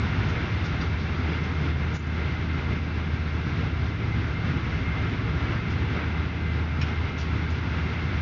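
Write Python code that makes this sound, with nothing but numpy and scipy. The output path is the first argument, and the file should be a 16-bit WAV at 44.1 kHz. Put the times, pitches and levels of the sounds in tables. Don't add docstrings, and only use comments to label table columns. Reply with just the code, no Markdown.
import sys
import numpy as np
from scipy import signal
from scipy.fft import rfft, irfft, next_fast_len
from scipy.io import wavfile

SR = 44100
rng = np.random.default_rng(int(sys.argv[2]) if len(sys.argv) > 2 else 0)


def elevation(decibels):
    levels = np.asarray(decibels, float)
    return 10 ** (levels / 20)


def bounce(signal):
    frames = np.transpose(np.atleast_2d(signal))
    limited = np.clip(frames, -1, 1)
    pcm = np.round(limited * 32767).astype(np.int16)
    wavfile.write(sys.argv[1], SR, pcm)


N = 362061
TIME = np.arange(N) / SR


def rms_one(x):
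    return x / np.sqrt(np.mean(x ** 2) + 1e-20)


def drift(rate_hz):
    hop, settle = 40, 3000
    r = np.exp(-2 * np.pi * rate_hz * hop / SR)
    coarse = rng.standard_normal(N // hop + settle + 2)
    slow = signal.lfilter([1], [1, -2 * r, r * r], coarse)[settle:]
    return np.interp(np.arange(N) / hop, np.arange(len(slow)), rms_one(slow - slow.mean()))


def resonance(x, hz, width_hz):
    r = np.exp(-np.pi * width_hz / SR)
    poles = [1, -2 * r * np.cos(2 * np.pi * hz / SR), r * r]
    return signal.lfilter(np.array([1, 0, -1]) * (1 - r * r) / 2, poles, x)


def patchy_noise(spectrum, shared_db, own_db, peaks=(), count=8):
    size = next_fast_len(N)
    hz = np.maximum(np.arange(size // 2 + 1) * SR / size, 1)
    points_hz, points_db = np.transpose(spectrum)
    colour = elevation(np.interp(np.log(hz), np.log(points_hz), points_db, left=-120, right=-120))
    for centre_hz, width_hz, peak_db in peaks:
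        colour = colour * elevation(peak_db / (1 + (2 * (hz - centre_hz) / width_hz) ** 2))
    white = rfft(rng.standard_normal(size)) * colour
    place = np.interp(np.log(hz), np.log(points_hz[[0, -1]]), [0, count - 1])
    out = np.zeros(N)
    for k in range(count):
        crossfade = np.clip(1 - abs(place - k), 0, 1)
        band = irfft(white * crossfade, size)[:N]
        out += band * elevation(shared_db + own_db * drift(10))
    return rms_one(out)


def struck(hits, modes, scatter_db):
    at = [round(s * SR) for s, db in hits]
    out = np.zeros(N)
    luck = rng.standard_normal((len(hits), len(modes)))
    for k, (hz, level_db, t60) in enumerate(modes):
        clicks = np.full(N, 1e-18)
        clicks[at] = elevation(np.array(hits)[:, 1] + level_db + scatter_db * luck[:, k])
        r, w = elevation(-60 / (t60 * SR)), 2 * np.pi * hz / SR
        out += (-1) ** k * signal.lfilter([0, np.sin(w)], [1, -2 * r * np.cos(w), r * r], clicks)
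    return out


def hum(hz, level_db, wander_db, wander_rad):
    phase = 2 * np.pi * (hz * TIME + rng.random()) + wander_rad * drift(0.54)
    return np.sqrt(2) * elevation(level_db + wander_db * drift(.8)) * np.sin(phase)


def wheels():
    # f/Hz, rms level/dB
    near_wheels = [(47.4, -56), (63.3, -43), (95.05, -40), (111, -38), (126.8, -50), (142.7, -49),
                   (158.5, -46), (174.4, -51), (206.1, -52), (221.6, -56), (268.9, -54), (332.5, -59)]
    # f/Hz, rms level/dB
    far_wheels = [(61.3, -49), (76.6, -47), (92, -44), (107.2, -50), (137.8, -46), (153.1, -44),
                  (168.6, -47), (183.9, -57), (195.9, -53), (229.7, -55)]
    main_hz = 79.05
    soft = softness()
    main_db = -30 - 7.5 * soft
    neighbour_db = -2.5 + 8.5 * soft
    out = hum(main_hz, main_db, 0.42, 0.12)
    for lines, wander_db, wander_rad in ((near_wheels, 1.8, .4), (far_wheels, 2.5, .7)):
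        for hz, db in lines:
            closeness = 1 / (1 + ((hz - main_hz) / 27) ** 4)
            out += hum(hz, db - .6 + closeness * neighbour_db, wander_db, wander_rad)
    return out


def softness():
    # start t/s, end t/s, softness 0-1
    soft_bed = [
        (-1.0, .9, .8),
        (4, 5.9, 0.93),
        (7.5, 9.0, .25),
    ]
    change_s = .35
    out = np.zeros(N)
    for start, end, soft in soft_bed:
        entering, leaving = np.tanh((TIME - start) / change_s), np.tanh((TIME - end) / change_s)
        out += soft * (entering - leaving) / 2
    return out


def roughness_db():
    # t/s, level/dB
    rail = [(0.0, -36), (0.39, -34), (0.78, -37), (1.44, -36.5), (1.96, -38), (2.47, -37), (2.97, -39),
            (3.57, -37.5), (3.7, -37), (5.51, -37), (6.61, -38), (8.21, -36.5)]
    # t/s, lift/dB
    patches = [
        (1.3, 1.8),
        (2.2, 1.5),
        (2.55, 0.3),
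        (3.5, 0.3),
        (3.87, -2.3),
        (4.16, 0.5),
        (4.99, 1.5),
        (5.56, 1.3),
        (6.01, 3.5),
        (7.25, 1.3),
    ]
    patch_s = .11
    level_db = np.interp(TIME, *np.transpose(rail))
    for s, lift_db in patches:
        level_db += lift_db * np.exp(-((TIME - s) / patch_s) ** 2)
    return level_db


def floor_rumble(swing_db, rail_finish):
    # f/Hz, density/dB per Hz
    rumble_colour = [(12, -33), (22, -18), (45, -11), (58, -7), (75, -1), (100, -2), (120, -4), (140, -4),
                     (170, -4), (190, -9), (270, -8), (370, -13), (480, -18.5), (560, -35)]
    # f/Hz, width/Hz, level/dB
    floor_peaks = [(31, 7.1, 2), (136.6, 6.5, 5.5), (162, 14, 1), (256, 31, 1.5), (279.6, 11, -3.5),
                   (299, 9.6, 3), (310, 15, -3.5), (395.7, 6.3, 3), (460, 6.2, 3), (502, 21, 3)]
    noise = patchy_noise(rumble_colour, 1.2 * rail_finish, 0.32, floor_peaks, count=6)
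    return elevation(-31.5 + .9 * swing_db) * noise


def rolling_roar(roar_db, rail_finish):
    # f/Hz, density/dB per Hz
    roar_colour = [(300, -22.5), (520, -5), (800, -3.5), (1150, -3.5), (1700, -4), (2300, -4.5),
                   (2900, -10.5), (3500, -12), (4200, -22.5)]
    # f/Hz, width/Hz, level/dB
    roar_peaks = [(552, 36, -1.5), (616, 22, 3), (776, 11, 3), (1395, 200, 6), (1607, 60, 3),
                  (2064, 180, 3), (2170, 74, 0.5), (2365, 50, 1.5), (2440, 90, -1), (2720, 55, 3.5),
                  (2880, 60, 3)]
    noise = patchy_noise(roar_colour, 0.71 * rail_finish, .8, roar_peaks, count=6)
    return elevation(roar_db - 1.0) * (noise + elevation(38.5) * rings())


def rings():
    # f/Hz, width/Hz, rms level/dB
    ring_modes = [(1582, 4, -59), (2068, 14, -54.5), (2116.3, 5, -54.5), (2132, 5, -59), (2284, 6, -61),
                  (2316, 4, -65), (2535, 5, -65), (2631, 6, -63), (2672, 10, -64), (2791, 6, -65),
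                  (4574, 8, -77), (4790, 5, -76), (5708, 10, -81), (6728, 10, -86)]
    white = rng.standard_normal(N + SR)
    out = np.zeros(N)
    for k, (hz, width_hz, db) in enumerate(ring_modes):
        ring = rms_one(resonance(white, hz, width_hz)[SR:])
        out += (-1) ** k * elevation(db + 2.2 + 1.5 * drift(2.5)) * ring
    return out


def scuffs():
    # t/s, peak level/dB, rubbing time/s, low f/Hz, high f/Hz
    rubs = [(.283, -51, .02, 4800, 6800), (.636, -42.5, .025, 2600, 5400), (.811, -47, .012, 2800, 5600),
            (.981, -49, .03, 2600, 5000), (1.430, -49, .02, 2800, 5500), (1.935, -48, .032, 3000, 7600),
            (1.943, -52, .03, 5960, 6120), (1.936, -53, .03, 6640, 6800), (5.697, -49, .022, 3300, 6500),
            (6.8125, -35, .018, 1200, 3000), (6.8125, -46.5, .008, 3400, 6500),
            (6.865, -41, .027, 900, 3000), (7.174, -41.5, .034, 1800, 5800), (7.501, -49, .008, 3500, 6800)]
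    length = SR // 4
    t = TIME[:length]
    white = rng.standard_normal((len(rubs), length))
    slips = rng.standard_normal((len(rubs), length // 90 + 1))
    slips = np.repeat(slips, 90, axis=1)[:, :length]
    out = np.zeros(N)
    for (s, peak_db, rubbing, low_hz, high_hz), noise in zip(rubs, white * elevation(2.2 * slips)):
        tail_t60 = min(690 / np.sqrt(low_hz * high_hz), 0.21)
        onset = np.minimum(t / (0.32 * rubbing), 1)
        tail = elevation(-60 * np.maximum(t - rubbing, 0) / tail_t60)
        band = signal.butter(2, [low_hz, high_hz], "band", fs=SR, output="sos")
        rub = rms_one(signal.sosfilt(band, noise))
        at = round(s * SR)
        out[at:at + length] += elevation(peak_db - 1.7) * onset * tail * rub
    return out


def clip_ticks():
    # t/s, peak level/dB
    ticks = [
        (.8125, -41),
        (.8205, -42),
    ]
    # f/Hz, level/dB, t60/s
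    clip_modes = [(3580, -4, .05), (4780, 0, .06), (5750, -8, .03)]
    return struck(ticks, clip_modes, 1.7)


def pull_jingle():
    # t/s, peak level/dB
    jingles = [
        (1.938, -58),
        (1.951, -57),
        (1.959, -55),
        (1.966, -56),
        (1.991, -53),
        (2.024, -58),
        (2.043, -61),
        (2.068, -55),
    ]
    # f/Hz, level/dB, t60/s
    pull_modes = [(5120, -7, .05), (5640, -8, .045), (6045, 0, .085), (6725, 1, .07)]
    return struck(jingles, pull_modes, 3.5)


def latch_knocks():
    # t/s, peak level/dB
    knocks = [
        (6.8130, -34),
        (6.8163, -27.5),
        (6.8232, -33),
        (6.8285, -36),
    ]
    # f/Hz, level/dB, t60/s
    latch_modes = [(1760, -5, .04), (2220, -6, .03), (2520, 0, .045), (2970, -5, .03), (3390, -11, .04),
                   (4230, -19, .04), (4950, -11, .03), (5490, -12, .035), (6650, -16, .025)]
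    return struck(knocks, latch_modes, 1.7)


def air_hiss(swing_db, rail_finish):
    # f/Hz, density/dB per Hz
    hiss_colour = [(2600, -11.5), (3600, 4), (4300, 1), (5000, -1.5), (6000, -5.5), (7000, -11.5),
                   (9000, -20.5)]
    # t/s, level/dB
    draught = [(0.0, -51.5), (0.32, -52), (1.99, -54), (2.35, -53.5), (2.93, -55), (3.31, -53.5),
               (5.63, -54), (6.42, -55), (8.21, -52.5)]
    draught_db = np.interp(TIME, *np.transpose(draught))
    noise = patchy_noise(hiss_colour, 0.81 * rail_finish, 0.69, count=4)
    return elevation(draught_db + 1 + .4 * swing_db) * noise


def scene():
    roar_db = roughness_db()
    swing_db = roar_db - roar_db.mean()
    rail_finish = drift(6.4)
    running = wheels() + floor_rumble(swing_db, rail_finish) + rolling_roar(roar_db, rail_finish)
    fittings = scuffs() + clip_ticks() + pull_jingle() + latch_knocks()
    return (running + fittings + air_hiss(swing_db, rail_finish))[None]


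def band_limit(x):
    return signal.sosfilt(signal.butter(12, 9000, fs=SR, output="sos"), x)


def record(dry):
    # f/Hz, level/dB
    converter = [(5500, 0.5), (6500, -3.5), (7000, -8.5), (7350, -16.5), (7650, -28), (8100, -50),
                 (8600, -33), (9300, -60)]
    duck_s, depth_db, attack_s, recovery_s = 1.969, -5, 0.0046, 0.1
    since = TIME - duck_s
    recovery = np.exp(-(np.maximum(since, 0) / recovery_s) ** 1.8)
    duck_db = depth_db * np.clip(since / attack_s, 0, 1) * recovery
    size = next_fast_len(N)
    hz = np.arange(size // 2 + 1) * SR / size
    top_cut = elevation(np.interp(hz, *np.transpose(converter)))
    taken = irfft(rfft(dry * elevation(duck_db), size) * top_cut, size)[:, :N]
    return band_limit(taken)


dry = scene()
out = record(dry)
bounce(out)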